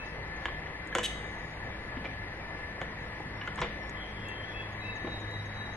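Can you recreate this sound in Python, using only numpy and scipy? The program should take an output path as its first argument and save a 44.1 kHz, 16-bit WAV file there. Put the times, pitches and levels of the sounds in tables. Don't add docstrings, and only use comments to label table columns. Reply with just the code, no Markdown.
import sys
import numpy as np
from scipy import signal
from scipy.io import wavfile
from scipy.ndimage import uniform_filter1d

SR = 44100
rng = np.random.default_rng(int(sys.argv[2]) if len(sys.argv) > 2 else 0)


def output_pcm(signal):
    pcm = np.clip(np.atleast_2d(signal).T, -1, 1) * 32767
    wavfile.write(sys.argv[1], SR, np.round(pcm).astype(np.int16))


def linear_from_db(decibels):
    return 10 ** (np.asarray(decibels, float) / 20)


N = 254016

# start_s, peak_db, centre_hz, contact tick_db and door thump_db re the blow
TAPS = [(0.9245, -35, 1700, -24, -1), (0.423, -34, 1760, -25, -18), (0.483, -25, 1000, -38, -6),
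        (.95, -12, 2040, -6.5, -8.5), (0.9834, -18, 1690, -7, -8.5), (.4545, -20, 2100, -19.5, -12),
        (1.969, -29.5, 1910, -40, -14), (2.749, -44, 1750, -46, -12.5), (2.814, -21.5, 1820, -20.5, -5),
        (3.199, -40, 786, -12, 9), (3.4125, -27, 2800, -34, -15), (3.589, -22, 1150, -27, -10)]
PRESSES = [(.668, -37, 3350, -40, -16), (.989, -25, 2100, -25, -7), (3.4738, -24, 1900, -19, -13),
           (3.615, -19, 2300, -13, -10), (3.6195, -23, 2000, -28, -14), (3.623, -24, 3300, -28, -20),
           (3.635, -32, 1030, -25, 2.5), (5.044, -37, 800, -47, 4)]
SLIDES = [(2.041, -28.5, 2000, -45, -2), (2.051, -32.5, 2510, -22, -9), (3.575, -27.5, 1737, -27, -21),
          (3.628, -27.5, 3900, -26, -21), (5.069, -29.5, 920, -43, -0.5)]
DRAGS = [(3.638, -37, 3700, -30, -25)]
TAP_S, PRESS_S, SLIDE_S, DRAG_S = 0.0045, 0.0072, 0.0089, 0.027

# pitch_hz, width_hz, level_db
CASE_MODES = [(1063, 120, 10.5), (1316, 290, 4.5), (1750, 650, 5.5), (2250, 303, 3), (2940, 330, 4),
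              (3520, 310, -8), (4430, 740, -20), (2300, 3270, -4)]
# pitch_hz, width_hz, level_db
DOOR_MODES = [(145, 69, -5), (254, 71, -8.5), (343, 30, -1), (464, 39, -0.5), (554, 123, -2),
              (805, 240, -7.5)]
# start_s,
# peak_db, pitch_hz
PANEL_RINGS = [(.461, -30, 58.6), (.4553, -23, 1718), (.456, -26.5, 3150), (.455, -38, 970),
               (.926, -25, 1700), (.927, -38, 3150), (.951, -20, 1040), (.952, -25, 1520), (.955, -26, 760),
               (.963, -27.5, 494), (.984, -22.5, 1020), (.9841, -26, 500), (.9842, -29, 2850),
               (.993, -27, 3000), (.995, -28, 482), (1.031, -33, 1770), (1.969, -25.5, 255),
               (2.055, -26.5, 2360), (2.815, -46, 152), (3.203, -30.5, 806), (3.414, -31, 1670),
               (3.415, -33, 2920), (3.476, -30, 3090), (3.475, -27, 1430), (3.4751, -36, 1036),
               (3.585, -28, 990), (3.6, -31, 145), (3.616, -21.5, 1006), (3.617, -32, 498),
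               (3.621, -31, 64.7), (5.044, -26, 231), (5.0455, -26, 370), (5.048, -33, 1080),
               (5.07, -30, 312)]
# pitch_hz, t60_s
PANEL_DECAY = [(60, 0.18), (150, 0.27), (235, 0.057), (372, 0.041), (485, 0.14), (800, 0.062),
               (1750, 0.047), (3000, 0.028)]
# pitch_hz, width_hz, level_db
CONTACT_MODES = [(6500, 1000, 4), (8500, 1400, -5), (10200, 1100, -11), (12800, 1500, -15),
                 (15200, 900, -14)]
# start_s, peak_db, pitch_hz, side_share (off-centre)
TICKS = [
    (.873, -42.5, 9700, 0.72),
    (.973, -42, 8500, 0.34),
    (3.558, -41.5, 6820, 0.32),
    (3.6052, -39, 8840, .3),
    (3.895, -41.5, 6100, 0.4),
    (4.285, -45, 11000, 2.2),
    (5.3098, -56, 13450, 4),
    (3.203, -54, 8500, .5),
]

BUZZ_HZ = 200.6
BUZZ_S, BUZZ_RISE_S, BUZZ_HOLD_S, BUZZ_DROP_S, BUZZ_FADE_S = 1.0295, .0022, .031, .007, .035
BUZZ_DB, BUZZ_DROP_DB, BUZZ_FADE_DB, BUZZ_REST_DB = -28, -14, -22, -32
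# pitch_hz, width_hz, level_db
BUZZ_MODES = [(1775, 200, -1), (3005, 110, 6), (3210, 110, 0), (3405, 130, 1), (3812, 120, 5),
              (2900, 1600, -12), (6430, 880, -12), (8050, 1200, -16), (9000, 1300, -20), (11000, 1300, -26),
              (13200, 660, -28), (15200, 700, -29)]
# pitch_hz, width_hz, level_db, t60_s
COIL_MODES = [(2900, 90, -48, 0.64), (3680, 44, -58, 2.6), (3834, 65, -56, 0.31), (5480, 110, -65, 0.22),
              (6370, 29, -66, 2), (6710, 480, -63.5, 3.2), (7650, 180, -65, 0.6), (8500, 560, -62.5, 1.8),
              (11400, 900, -63, 0.35)]

# start_s, swell_s, pitch_hz, peak_db
LOW_NOTES = [
    (4.245, 0.086, 2704, -51.5),
    (4.53, 0.075, 2644, -47.5),
    (4.82, 0.082, 2630, -46),
]
# start_s, swell_s, pitch_hz, peak_db
HIGH_NOTES = [
    (3.05, 0.024, 5530, -70),
    (3.345, 0.037, 5480, -62.5),
    (3.575, 0.042, 5590, -57),
    (3.805, .035, 5480, -60),
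    (5.7, 0.048, 6340, -62),
]
# start_s, swell_s, pitch_hz, peak_db
STRANDS = [
    (3.96, 0.088, 3120, -53.5),
    (3.975, 0.045, 3310, -55),
    (4.28, 0.16, 3160, -52.5),
    (4.42, 0.2, 3345, -55.5),
]
# time_s, pitch_hz, level_db
HELD_NOTE = [
    (-.02, 2570, -47.5),
    (.064, 2644, -49.5),
    (.076, 2660, -72),
]
# middle_s, pitch_hz, peak_db
TRILL = [(4.82, 3870, -53), (4.868, 3830, -49), (4.92, 3812, -49), (4.972, 3815, -54), (5.02, 3800, -57),
         (5.078, 3815, -53), (5.128, 3812, -45), (5.172, 3792, -49), (5.226, 3792, -51), (5.28, 3800, -54),
         (5.315, 3875, -55), (5.352, 3822, -46), (5.4, 3830, -50), (5.46, 3830, -56), (5.495, 3810, -57),
         (5.548, 3855, -56), (5.582, 3845, -52), (5.616, 3837, -48), (5.658, 3830, -49), (5.71, 3820, -57),
         (5.745, 3850, -59)]
# start_s, level_db, start_hz, end_hz
CHIPS = [
    (4.723, -66.5, 6870, 5760),
    (4.955, -60.5, 7100, 5540),
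    (5.199, -61, 7300, 5530),
    (5.452, -63.5, 7100, 5800),
]
# start_s, level_db, start_hz, end_hz
SIDE_CHIPS = [
    (.055, -69, 7000, 5000),
    (.09, -70, 5050, 5200),
    (.225, -66, 4400, 3600),
    (.36, -69, 7000, 5000),
    (.395, -72, 5050, 5200),
]
# entry_db, release_s, echo_db, echo_s
LOW_ENVELOPE, HIGH_ENVELOPE, STRAND_ENVELOPE = (-4, .03, -13, .14), (-16, .03, -24, .008), (-8, .025, -13, .02)
# entry_hz off pitch, glide_share of the swell, sag_hz at release
LOW_BEND, HIGH_BEND, STRAND_BEND = (-90, .55, -50), (80, .5, 30), (-60, .5, -40)
# time_s, level_db
CHORUS = [
    (4.5, -95.5),
    (4.72, -74),
    (5.76, -73.5),
]

SHAFT_HZ = 51.65
# pitch_hz, width_hz, level_db
HUM = [(53.9, 12, -50), (157, 17, -54.5), (313, 10, -61), (479, 4.6, -70), (512.4, 12, -63),
       (990, 4.1, -83)]
# time_s, level_db
LOAD = [
    (0.0, -63),
    (1.11, -58),
    (1.6, -52),
    (2.5, -54),
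    (2.98, -65.5),
    (3.11, -53.5),
    (4.2, -49.5),
    (5.0, -45.5),
    (5.26, -41.5),
    (5.76, -47),
]
# middle_s, length_s, lift_db
SURGES = [
    (1.11, 0.16, 12.6),
    (2.0, .3, 6.3),
    (2.75, 0.22, 5.5),
    (3.7, 1.35, 9.9),
    (5.4, 1.1, 6.3),
]
WHINE_HZ = [1722, 1747, 1771, 1915, 1942, 2010, 2055, 2097, 2316]
# width_hz, level_db
WHINE_LINES = [(4, -56), (5, -55), (3.2, -59.5), (15, -59), (5.9, -60.5), (41, -57), (4, -57), (10, -62.5),
               (7.1, -64.5)]

# pitch_hz, density_db per Hz
AIR_SUM = [(22, -6), (38, -13), (55, 3.5), (107, -7.5), (226, -11), (523, -11.5), (1000, -12.5),
           (1390, -18), (1850, -14), (2490, -21), (4000, -35.5), (6260, -41.5), (8050, -47.5), (9780, -44),
           (11500, -53), (15700, -67)]
# pitch_hz, density_db per Hz
AIR_DIFFERENCE = [(20, -74), (59, -32), (93, -31.5), (162, -21), (396, -23), (817, -19), (1310, -19.5),
                  (1850, -24.5), (2430, -24.5), (4000, -26.5), (6260, -38.5), (8300, -45.5), (10000, -38),
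                  (12500, -54), (15700, -63.5)]
# pitch_hz, share of the difference tied to the sum
AIR_COHERENCE = [(200, 0.02), (700, 0.73), (1300, 0.43), (2400, 0.42), (4400, .1), (9000, 0.016)]
# pitch_hz, t60_s
ROOM_DECAY = [(150, 0.98), (1000, 0.15), (4000, 0.61), (12000, 0.16)]
# pitch_hz, need_db over the usual difference level
SUM_GATE = [(3000, -25), (4400, -13), (5600, -3), (6900, 2), (8300, 3.5), (9100, -1), (9800, -21.5),
            (10500, -2.5), (12000, -2.5), (15000, 3.5)]
# pitch_hz, need_db
DIFFERENCE_GATE = [(9000, -30), (10300, -13), (10900, 2), (12500, 1), (13500, 4), (15000, 22)]


def evened(x):
    return x / np.sqrt(np.mean(x ** 2) + 1e-20)


def read(points, hz):
    f, value = np.transpose(points)
    return np.interp(np.log(hz + 1), np.log(f + 1), value)


def add(mix, s, sound):
    at = round(s * SR)
    part = mix[max(at, 0):][:len(sound) + min(at, 0)]
    part += sound[max(-at, 0):][:len(part)]


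def resonate(x, hz, width):
    turn = np.exp(2j * np.pi * np.cumsum(hz * np.ones(len(x))) / SR)
    r = np.exp(-np.pi * width / SR)
    return 2 * (turn * signal.lfilter([1 - r], [1, -r], x / turn)).real


def resonate_twice(x, hz, width):
    return resonate(resonate(x, hz, width), hz, width)


def ring(x, modes):
    y = sum((-1) ** k * linear_from_db(db) * resonate(x, hz, width) for k, (hz, width, db) in enumerate(modes))
    return y / abs(y).max()


def ports(mid, side):
    return np.array([mid + side, mid - side])


def tick(noise, modes):
    t = np.arange(len(noise)) / SR
    crack = noise * (np.exp(-t / 0.00034) + 0.08 * np.exp(-t / 0.0075))
    return ring(resonate_twice(crack, 7500, 4500), modes)


def blows():
    kinds = [(TAPS, TAP_S), (PRESSES, PRESS_S), (SLIDES, SLIDE_S), (DRAGS, DRAG_S)]
    return sorted((*row, length) for rows, length in kinds for row in rows)


def knocks():
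    out, t = np.zeros(N), np.arange(5000) / SR
    dull = signal.butter(4, 4300 / (SR / 2))
    rows = blows()
    for (s, db, hz, tick_db, thump_db, length), noise in zip(rows, rng.standard_normal((len(rows), 3, 5000))):
        snap = -4.5 * (0.0036 / length) ** 2 * np.exp(-((t - .0008) / .00007) ** 2)
        decay = np.exp(-t / length) + 0.38 * np.exp(-t / 0.02)
        scrape = decay * np.clip((t - .0007) / (0.27 * length), 0, 1)
        grains = noise[0] * uniform_filter1d(noise[2], size=30) * 4.7 * scrape
        near = [(f, width, g - 4.6 * abs(np.log2(f / hz))) for f, width, g in CASE_MODES]
        body = ring(signal.lfilter(*dull, snap + grains), near + [(hz, 300, -4.0)])
        thump = linear_from_db(thump_db) * ring(signal.lfilter(*dull, snap + noise[1] * scrape), DOOR_MODES)
        add(out, s, linear_from_db(db) * (body + thump))
        add(out, s + 0.0007, linear_from_db(db + tick_db) * tick(noise[2], CONTACT_MODES))
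    return out


def panel_rings():
    out, t = np.zeros(N), np.arange(12000) / SR
    for s, db, hz in PANEL_RINGS:
        envelope = linear_from_db(db - 60 * t / read(PANEL_DECAY, hz)) * (1 - np.exp(-t * hz * 2.5))
        add(out, s, -envelope * np.sin(2 * np.pi * hz * t))
    return out


def contacts():
    mid, side = np.zeros((2, N))
    for (s, db, hz, share), noise in zip(TICKS, rng.standard_normal((len(TICKS), 2, 2000))):
        add(mid, s + 0.00058, linear_from_db(db) * tick(noise[0], CONTACT_MODES + [(hz, 1500, 1.5)]))
        add(side, s + 0.0017, share * linear_from_db(db) * tick(noise[1], CONTACT_MODES + [(hz, 3000, 6.0)]))
    return ports(mid, side)


def spring():
    s = BUZZ_S + np.cumsum([0, BUZZ_RISE_S, BUZZ_HOLD_S, BUZZ_DROP_S, BUZZ_FADE_S, .1])
    level_db = BUZZ_DB + np.array([-30, -1.5, 0, BUZZ_DROP_DB, BUZZ_FADE_DB, BUZZ_REST_DB])
    t = np.arange(s[0], s[0] + 1, 1 / SR)
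    since = t - s[0]
    impacts = np.diff(np.floor(BUZZ_HZ * since), prepend=0)
    impacts = evened(impacts - impacts.mean())
    grit = rng.standard_normal(len(t))
    rattle = sum((-1) ** k * linear_from_db(db) * resonate_twice(impacts + width / 550 * grit, hz, width)
                 for k, (hz, width, db) in enumerate(BUZZ_MODES))
    out = np.zeros(N)
    add(out, s[0], evened(rattle) * linear_from_db(np.interp(t, s, level_db, right=-120)))
    for hz, width, db, t60 in COIL_MODES:
        fuzz = evened(resonate_twice(rng.standard_normal(len(t)), hz, width))
        add(out, s[1], linear_from_db(db - 60 * since / t60) * fuzz * (1 - np.exp(-since / 0.021)))
    return out


def whistle(rows, throb=0., pulse=0.):
    s, hz, db = np.transpose(rows)
    t = np.arange(s[0], s[-1], 1 / SR)
    flutter = 1 + throb * np.sin(2 * np.pi * 47.8 * t)
    flutter = flutter * (1 + pulse * np.cos(2 * np.pi * 21.56 * (t - s[len(s) // 2])))
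    waver = 22.1 * np.sin(2 * np.pi * 13 * t) * np.sin(2 * np.pi * 0.37 * 13 * t)
    pitch = np.interp(t, s, hz) + waver
    tone = np.sqrt(2) * np.sin(2 * np.pi * np.cumsum(pitch) / SR)
    edges = np.clip(np.minimum(t - s[0], s[-1] - t) / 0.0041, 0, 1)
    return s[0], linear_from_db(np.interp(t, s, db)) * flutter * tone * edges


def sing(note, envelope, bend):
    start, swell, hz, db = note
    entry_db, release, echo_db, echo = envelope
    entry_hz, glide, sag_hz = bend
    s = np.cumsum([0, glide * swell, (1 - glide) * swell, release, echo])
    pitch = hz + np.array([entry_hz, 0, 0, sag_hz, 0])
    level_db = db + np.array([entry_db, (1 - glide) * entry_db, 0, echo_db, echo_db - 3])
    return np.transpose([start + s, pitch, level_db])


def trill():
    s, hz, db = np.transpose(TRILL)
    t = np.arange(s[0] - .05, N / SR, 1 / SR)
    pitch = np.interp(t, s, hz)
    beads = sum(linear_from_db(g - 3.0) * np.exp(-((t - at) / .0155) ** 2 / 2) for at, g in zip(s, db))
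    tone = beads * np.sqrt(2) * np.sin(2 * np.pi * np.cumsum(pitch) / SR)
    twin = evened(resonate_twice(rng.standard_normal(len(t)), pitch + 58, 60))
    return t[0], tone + linear_from_db(-10) * twin * uniform_filter1d(abs(beads), size=2000)


def buzzy_song():
    start, end = 3.93, 4.76
    t = np.arange(start, end, 1 / SR)
    done = (t - start) / (end - start)
    pitch = 3195 + 180 * done
    rasp = evened(resonate_twice(rng.standard_normal(len(t)), pitch, 250))
    level_db = -53 - 6 * done - 6.5 * np.cos(np.pi * 2.73 * done + .4 * np.pi) ** 2
    return start, linear_from_db(level_db) * rasp * signal.windows.tukey(len(t), .1)


def birds():
    mid, side = np.zeros((2, N))
    for notes, envelope, bend, pulse in [(LOW_NOTES, LOW_ENVELOPE, LOW_BEND, .2),
                                         (STRANDS, STRAND_ENVELOPE, STRAND_BEND, .25),
                                         (HIGH_NOTES, HIGH_ENVELOPE, HIGH_BEND, .05)]:
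        for note in notes:
            add(mid, *whistle(sing(note, envelope, bend), throb=0.24, pulse=pulse))
    add(mid, *whistle(HELD_NOTE))
    add(mid, *trill())
    add(mid, *buzzy_song())
    side += 0.82 * np.roll(mid, 3)
    for chips, share in [(CHIPS, 0.23), (SIDE_CHIPS, 2.3)]:
        for s, db, start_hz, end_hz in chips:
            chip = whistle([(s, start_hz, db), (s + 0.023, end_hz, db - 5)])[1]
            add(mid, s, chip)
            add(side, s, share * chip)
    return ports(mid, side)


def wavering(hz, width, steady=0.91):
    t = np.arange(N) / SR
    smooth = np.exp(-np.pi * width / 200)
    drift = signal.lfilter([1], [1, -smooth], rng.standard_normal((2, 1200)))
    a, b = (np.interp(t * 200, np.arange(1200), evened(row)) for row in drift)
    turn = 2 * np.pi * hz * t
    return evened((a + steady) * np.cos(turn) + b * np.sin(turn))


def motor():
    t = np.arange(N) / SR
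    second_db = np.interp(t, *np.transpose(LOAD))
    fourth_db = -62 + sum(db * np.exp(-(2 * (t - s) / length) ** 2) for s, length, db in SURGES)
    hum = sum(linear_from_db(db) * wavering(hz, width) for hz, width, db in HUM)
    hum = hum + linear_from_db(second_db) * wavering(2 * SHAFT_HZ, 2.8, steady=4.9)
    hum = hum + linear_from_db(fourth_db) * wavering(4 * SHAFT_HZ, 1.15, steady=2.5)
    whine = sum(linear_from_db(db) * wavering(hz, width, steady=0.8) for hz, (width, db) in zip(WHINE_HZ, WHINE_LINES))
    late = np.roll(whine, 6)
    return hum + np.array([linear_from_db(6.0) * whine, linear_from_db(-0.5) * late])


def chorus():
    s, db = np.transpose(CHORUS)
    t = np.arange(s[0], s[-1], 1 / SR)
    out = np.zeros((2, N))
    for port in out:
        blur = resonate_twice(rng.standard_normal(len(t)), 6300, 900)
        add(port, s[0], linear_from_db(np.interp(t, s, db)) * evened(blur))
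    return out


def air():
    frames, hz = N // 256 + 5, np.fft.rfftfreq(1024, 1 / SR)
    a, b, c, d, patches = rng.standard_normal((frames, 513, 5)).T
    patches = evened(uniform_filter1d(uniform_filter1d(patches, 10, 0), 12, 1))
    coherent = np.clip(read(AIR_COHERENCE, hz), 0, .99)[:, None]
    mid = a + 1j * b
    side = coherent * np.exp(0.88j) * mid + np.sqrt(1 - coherent ** 2) * (c + 1j * d)
    mid_part = mid * linear_from_db(read(AIR_SUM, hz))[:, None]
    side_part = side * linear_from_db(read(AIR_DIFFERENCE, hz))[:, None]
    z = np.array([mid_part, side_part]) * linear_from_db(1.05 * patches)
    mid, side = signal.istft(z, nperseg=1024, noverlap=768)[1][:, :N]
    return linear_from_db(-43.5) * ports(mid, side) / np.std(mid)


def room(x):
    taps = np.zeros((2, SR // 2))
    at = np.arange(100, SR // 2 - 20, 20) + rng.integers(0, 20, (2, (SR // 2 - 101) // 20))
    np.put_along_axis(taps, at, rng.choice([-1., 1.], at.shape), 1)
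    hz, t, z = signal.stft(taps, SR, nperseg=256)
    z = z * linear_from_db(-60 * t / np.maximum(read(ROOM_DECAY, hz), .03)[:, None])
    alike = np.exp(-hz / 1700.0)[:, None]
    z[1] = alike * z[0] + np.sqrt(1 - alike ** 2) * z[1]
    tail = signal.istft(z, SR, nperseg=256)[1]
    return signal.fftconvolve(x, tail / np.linalg.norm(tail[0]), axes=1)[:, :N]


def scene():
    lock, near, song = knocks() + panel_rings() + spring(), contacts(), birds()
    direct = np.array([linear_from_db(-2.5) * lock, linear_from_db(-3.0) * np.roll(lock, 1)]) + near
    reverberant = linear_from_db(-10.0) * room(lock + near) + linear_from_db(-7.5) * room(song)
    return direct + song + reverberant + chorus() + air() + motor()


def roll_off(x):
    return signal.sosfilt(signal.butter(12, 15870, fs=SR, output="sos"), x)


def record(dry):
    hz, _, z = signal.stft(ports(*dry) / 2, SR, "cosine", nperseg=2048, noverlap=1024)
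    bands = (abs(z[:, :1024]) ** 2).reshape(2, 64, 16, -1).mean(2) + 1e-20
    over_db = 10 * np.log10(bands / np.median(bands[1], 1, keepdims=True))
    doubt_db = 3.0 * evened(uniform_filter1d(rng.standard_normal(over_db.shape), size=3, axis=2))
    need_db = np.array([read(gate, hz[8:1024:16]) for gate in (SUM_GATE, DIFFERENCE_GATE)])
    z[:, :1024] *= np.repeat(over_db + doubt_db > need_db[..., None], 16, axis=1)
    mid, side = signal.istft(z, SR, "cosine", nperseg=2048, noverlap=1024)[1][:, :N]
    finished = ports(mid, side)
    return roll_off(finished)


dry = scene()
out = record(dry)
output_pcm(out)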